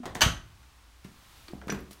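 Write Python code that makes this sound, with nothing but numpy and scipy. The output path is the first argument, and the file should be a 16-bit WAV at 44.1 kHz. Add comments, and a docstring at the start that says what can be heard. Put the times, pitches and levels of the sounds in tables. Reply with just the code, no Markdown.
"""A door on a closer swings shut in a small hallway. First the latch brushes the strike plate, amid faint
steps, clicks and a creak. At 0.2 s metal bangs home, exciting the modes of latch and frame; just after,
the leaf thuds against its stop and booms. From about 1 s someone shifts about close by: soft footfalls
on a hollow floor and small clicks, then a stick-slip creak and a squeak. Reflections trail the sounds,
and room air, a low ventilation hum and a slowly swelling hiss lie under them throughout."""
import sys
import numpy as np
from scipy import signal
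from scipy.fft import rfft, irfft
from scipy.io import wavfile
from scipy.ndimage import uniform_filter1d

SR = 44100
rng = np.random.default_rng(int(sys.argv[2]) if len(sys.argv) > 2 else 0)


def bounce(signal):
    """Save signal as a 16-bit WAV file at the path given by the first command-line argument."""
    frames = np.transpose(np.atleast_2d(signal))
    limited = np.clip(frames, -1, 1)
    pcm = np.round(limited * 32767).astype(np.int16)
    wavfile.write(sys.argv[1], SR, pcm)


N = 88200
RING_S = .75  # length of each decaying response

# metal blows as the door meets the frame (t/s, relative level/dB)
BLOWS = [(.208, -3), (.2145, -1), (.2174, 5), (0.2214, -3), (.2255, -1.5)]
# spectral envelope of the blows (f/Hz, relative level/dB)
BLOW_SPECTRUM = [(80, -56), (160, -8), (300, -8.5), (450, -23), (680, -11), (920, -8.5), (1150, -7),
                 (1550, -0.5), (1900, -8), (2100, -8.5), (2500, -8), (2750, -6.5), (3100, 0), (3500, -9.5),
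                 (4700, -9.5), (5300, -16.5), (6200, -5.5), (7100, -15.5), (9000, -18), (10500, -29.5),
                 (13500, -20), (15800, -33)]
# modes of latch and frame (f/Hz, relative level/dB, T60/s)
METAL_MODES = [(544, -35, 0.19), (652, -4.5, 0.36), (803, -0.5, 0.16), (926, 7, 0.16), (1141, -2, 0.35),
               (1190, -10, 0.16), (1282, 0, 0.34), (1510, -13, 0.59), (1871, 3.5, 0.17), (1935, -5.5, 0.4),
               (2310, 4.5, 0.13), (2720, -2, 0.17), (2748, 4, 0.2), (2955, -12, 0.46), (3000, 5.5, 0.26),
               (3342, -3, 0.2), (3830, -7, 0.33), (4550, 13, 0.047), (4950, -22, 0.11), (6110, 6.5, 0.1),
               (6129, -6.5, 0.21), (6160, -1, 0.35), (6740, -15, 0.37)]
def metal_bang(t60=0.059, room_db=-3, level_db=4, ring_db=9):
    """Impact excitation: in a quick cluster of blows, the hardest sets latch and frame ringing."""
    out = np.zeros(N)
    for s, db in BLOWS:
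        add(out, s, amp(db + level_db) * (contact(t60) + amp(room_db) * hallway()))
    out = colour(out, lambda hz: read(BLOW_SPECTRUM, hz))
    hardest_s, _ = max(BLOWS, key=lambda blow: blow[1])
    add(out, hardest_s, amp(ring_db) * ring(METAL_MODES))
    return out


# the leaf striking its stop (t/s, relative level/dB, f/Hz)
THUDS = [(0.2326, -13, 90), (0.2627, -6, 104.5)]
# bending modes of the leaf (f/Hz, relative level/dB, T60/s)
LEAF_MODES = [(40.2, -4, .62), (57.8, 16.5, 0.13), (88.4, 8, 0.071), (118.3, -9.5, 0.63), (126, -4.5, 0.11),
              (166.5, 1.5, .11), (253.8, 1, 0.24)]
def leaf_thud(level_db=11, knock_db=-15.5):
    """Plate vibration: the heavy leaf hits its stop with a wooden knock and booms in its low modes."""
    out = np.zeros(N)
    for s, db, hz in THUDS:
        knock = amp(knock_db) * unit(band(contact(t60=0.14), centre_hz=490, octaves=0.44))
        boom = thump(hz, LEAF_MODES, ring_db=3, room_db=-11, swell_cycles=0.23)
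        add(out, s, amp(db + level_db) * (knock + boom))
    return out


# touches of the latch on the strike plate (t/s, relative level/dB)
BRUSHES = [(.056, -29), (.061, -34), (0.075, -43), (.153, -28), (.164, -33)]
# spectral envelope of the brushing (f/Hz, relative level/dB)
BRUSH_SPECTRUM = [(60, -3), (200, 3.5), (470, -1), (900, -3), (1400, -8), (1900, -5.5), (2500, -19),
                  (3600, -12), (5000, -20), (9000, -42), (15000, -28)]
def latch_brush(t60=0.034, room_db=1, level_db=17):
    """Sliding friction: the bolt brushes over the strike plate in short bursts of noise."""
    out = np.zeros(N)
    for s, db in BRUSHES:
        add(out, s, amp(db + level_db) * (contact(t60) + amp(room_db) * hallway()))
    return colour(out, lambda hz: read(BRUSH_SPECTRUM, hz))


# steps and shifts of weight (t/s, relative level/dB, f/Hz)
STEPS = [(0.061, -40, 250), (.105, -32.5, 68), (0.162, -34, 134), (1.049, -31, 155), (1.534, -27, 195),
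         (1.545, -33.5, 68.6), (1.672, -25.5, 190), (1.696, -19, 330), (1.725, -19.5, 212),
         (1.744, -26.5, 336), (1.763, -30, 58), (1.788, -34, 197), (1.911, -38.5, 308)]
# modes of the floor (f/Hz, relative level/dB, T60/s)
FLOOR_MODES = [(67.4, 3, .33), (145, -1.5, 0.084), (203, 4, .16), (250.6, -5, .1), (297, -2, 0.095),
               (382.5, -4.5, 0.13), (465.4, -1.5, 0.058)]
def footfalls(level_db=13):
    """Structure-borne sound: soft steps drive the modes of a hollow floor."""
    out = np.zeros(N)
    for s, db, hz in STEPS:
        add(out, s, amp(db + level_db) * thump(hz, FLOOR_MODES, ring_db=0, room_db=-6, swell_cycles=0.15))
    return out


# small clicks and scuffs (t/s, relative level/dB, centre f/Hz, half-width/octaves, T60/s)
CLICKS = [(0.032, -27.5, 764, 0.82, 0.3), (.056, -34.5, 6800, 0.49, 0.048),
          (0.1494, -29.5, 6500, 0.7, 0.067), (.1535, -24, 880, 0.76, 0.0049), (.63, -48, 1900, 1, .06),
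          (1.045, -38, 1450, 2.4, 0.11), (1.482, -35.5, 1390, 1.56, 0.07),
          (1.482, -38.5, 4500, 0.053, 0.0087), (1.533, -34.5, 787, 0.26, 0.011),
          (1.615, -35, 1370, 0.36, 0.025), (1.621, -32.5, 450, 0.94, 0.52),
          (1.672, -45.5, 8900, 2.7, 0.014), (1.681, -26.5, 1110, 1.36, 0.09),
          (1.6951, -23, 1620, 0.21, 0.039), (1.7007, -22.5, 2320, 0.67, 0.033),
          (1.722, -24.5, 1020, 1.2, 0.043), (1.723, -37, 7100, 0.12, .012),
          (1.723, -36.5, 13500, 0.098, 0.011), (1.746, -30.5, 1410, 1.4, 0.074),
          (1.788, -36, 1170, 1.4, 0.084), (1.804, -47, 12900, 0.35, 0.035), (1.909, -35.5, 2650, 8.4, 0.11),
          (1.931, -39, 5000, 4.8, 0.032)]
def clicks(level_db=13, room_db=-6):
    """Resonant filtering: each small contact sounds in its own frequency band."""
    out = np.zeros(N)
    for s, db, centre_hz, octaves, t60 in CLICKS:
        click = unit(band(contact(t60), centre_hz, octaves))
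        add(out, s, amp(db + level_db) * in_room(click, room_db))
    return out


# two creaks and a squeak (t/s, duration/s, f/Hz, glide/octaves, level/dB, fade/dB)
CREAKS = [(.001, 0.0417, 245, -0.053, -37, -7.5), (1.485, 0.056, 312, 0.253, -41.5, -8),
          (1.7, 0.022, 5975, -0.025, -29.5, -18.5)]
def creaks(waver=0.022, flutter=0.32, room_db=-12):
    """Stick-slip oscillation: short tones that waver, flutter, glide and fade."""
    out = np.zeros(N)
    for s, length, hz, glide, db, fade_db in CREAKS:
        along = seconds(length) / length
        # pitch and level wander at random, smoothed over four periods
        drift = uniform_filter1d(rng.standard_normal((2, N)), size=int(4 * SR / hz), axis=1)
        bend, grip = drift[:, :len(along)] / drift.std()
        cycles = np.cumsum(hz * 2 ** (glide * along) * (1 + waver * bend)) / SR
        envelope = amp(db + fade_db * along) * signal.windows.tukey(len(along), .1)
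        add(out, s, envelope * (1 + flutter * grip) * np.sin(2 * np.pi * cycles))
    return in_room(out, room_db)


# reverberation time of the hallway (f/Hz, T60/s)
ROOM_T60 = [(50, 0.84), (120, 0.18), (250, 0.61), (1000, 0.36), (3000, 0.34), (6400, 0.3), (8000, .27),
            (11000, 0.34), (15500, 0.18)]
def hallway(build_s=0.002):
    """Diffuse reverberation: reflections build up quickly, then decay at each band's own rate."""
    t = seconds(RING_S)
    hz, frame_s, spectra = signal.stft(rng.choice([-1., 1.], len(t)), SR, nperseg=256)
    decay = np.exp(-np.log(1000) * frame_s / read(ROOM_T60, hz)[:, None])
    tail = signal.istft(spectra * decay, SR)[1][:len(t)]
    return unit(tail * (1 - np.exp(-t / build_s)))


# spectrum of the room air (f/Hz, relative level/dB)
AIR_SPECTRUM = [(20, -14), (45, -9.5), (64, 8), (100, -25), (160, -21.5), (280, -15.5), (450, -26),
                (700, -22), (1100, -16), (1600, -22.5), (2500, -24.5), (4000, -26.5), (9000, -32.5),
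                (15800, -49.5)]
# spectrum of the hiss (f/Hz, relative level/dB)
HISS_SPECTRUM = [(100, 10), (250, -7), (500, -5.5), (1200, -2), (1800, -4.5), (3600, -4.5), (8000, -11.5),
                 (15800, -14)]
# slow swell of the hiss (t/s, level/dB)
HISS_LEVEL = [(0, -71), (.6, -63), (.95, -64), (1.15, -59), (1.38, -55), (1.5, -56.5), (1.65, -65),
              (2, -60.5)]
def background(air_db=-59.5, hum_db=-65, hum_hz=55.6, hum_width_hz=6):
    """Filtered noise: broad bands give room air and hiss, a narrow one a wavering ventilation hum."""
    hz = np.fft.rfftfreq(N, 1 / SR)
    air = noise(amp(read(AIR_SPECTRUM, hz)))
    hum = noise(1 / (1 + ((hz - hum_hz) / hum_width_hz) ** 2))
    hiss = noise(amp(read(HISS_SPECTRUM, hz)))
    hiss_db = np.interp(np.arange(N) / SR, *np.transpose(HISS_LEVEL))
    return amp(air_db) * air + amp(hum_db) * hum + amp(hiss_db) * hiss


def contact(t60):
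    """Broadband transient: a dense burst of noise with exponential decay."""
    t = seconds(RING_S)
    return unit(rng.choice([-1., 1.], len(t)) * amp(-60 * t / t60))


def ring(modes):
    """Free vibration: a struck object sounds as a sum of damped modes."""
    t = seconds(RING_S)
    return unit(sum(amp(db - 60 * t / t60) * np.sin(2 * np.pi * hz * t) for hz, db, t60 in modes))


def thump(hz, modes, ring_db, room_db, swell_cycles):
    """Forced response: a blunt push radiates a brief pressure swing and drives a panel's modes."""
    cycles = seconds(RING_S) * hz
    swell = cycles / swell_cycles
    push = unit(np.gradient(swell ** 2 * np.exp(-swell) * np.sin(2 * np.pi * cycles)))
    panel = unit(signal.fftconvolve(push, ring(modes))[:len(push)])
    return in_room(push + amp(ring_db) * panel, room_db)


def in_room(x, room_db):
    """Convolution with the hallway's impulse response adds reflections to the direct sound."""
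    return x + amp(room_db) * signal.fftconvolve(x, hallway())[:len(x)]


def band(x, centre_hz, octaves, skirt_db_per_octave=3):
    """Band-pass resonance with sloping skirts."""
    def shape_db(hz):
        away = abs(np.log2((hz + 1) / centre_hz))
        return -20 * np.log10(1 + (away / octaves) ** 2) - skirt_db_per_octave * away
    return colour(x, shape_db)


def colour(x, shape_db, size=4096):
    """Minimum-phase filter of unit energy with the spectral shape shape_db(f/Hz)."""
    log_gain = np.log(amp(shape_db(abs(np.fft.fftfreq(size, 1 / SR)))) + 1e-5)
    response = np.exp(np.conj(signal.hilbert(log_gain)))
    taps = np.fft.ifft(response).real[:size // 2]
    return signal.fftconvolve(x, unit(taps))[:len(x)]


def noise(gain):
    """Spectral shaping of Gaussian noise, scaled to unit RMS."""
    return np.sqrt(N) * unit(irfft(rfft(rng.standard_normal(N)) * gain, N))


def amp(db):
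    """Level to amplitude ratio."""
    return 10 ** (np.asarray(db) / 20)


def unit(x):
    """Normalisation to unit energy."""
    return x / np.sqrt(np.sum(x ** 2) + 1e-20)


def read(points, hz):
    """Interpolation on a log-frequency axis."""
    f, value = np.transpose(points)
    return np.interp(np.log(hz + 1), np.log(f + 1), value)


def add(mix, s, sound):
    """Superposition of a sound starting at time s."""
    part = mix[max(round(s * SR), 0):][:len(sound)]
    part += sound[:len(part)]


def seconds(length):
    """A uniformly sampled time axis."""
    return np.arange(int(length * SR)) / SR


def scene():
    """Linear superposition of all sources at one point."""
    door = latch_brush() + metal_bang() + leaf_thud()
    return (door + footfalls() + clicks() + creaks() + background())[None]


def record(dry, cutoff_hz=15900):
    """Band limiting by a linear-phase low-pass filter."""
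    lowpass = signal.firwin(511, cutoff_hz, window=("kaiser", 8), fs=SR)
    return signal.oaconvolve(dry, lowpass[None], "same")


dry = scene()
out = record(dry)
bounce(out)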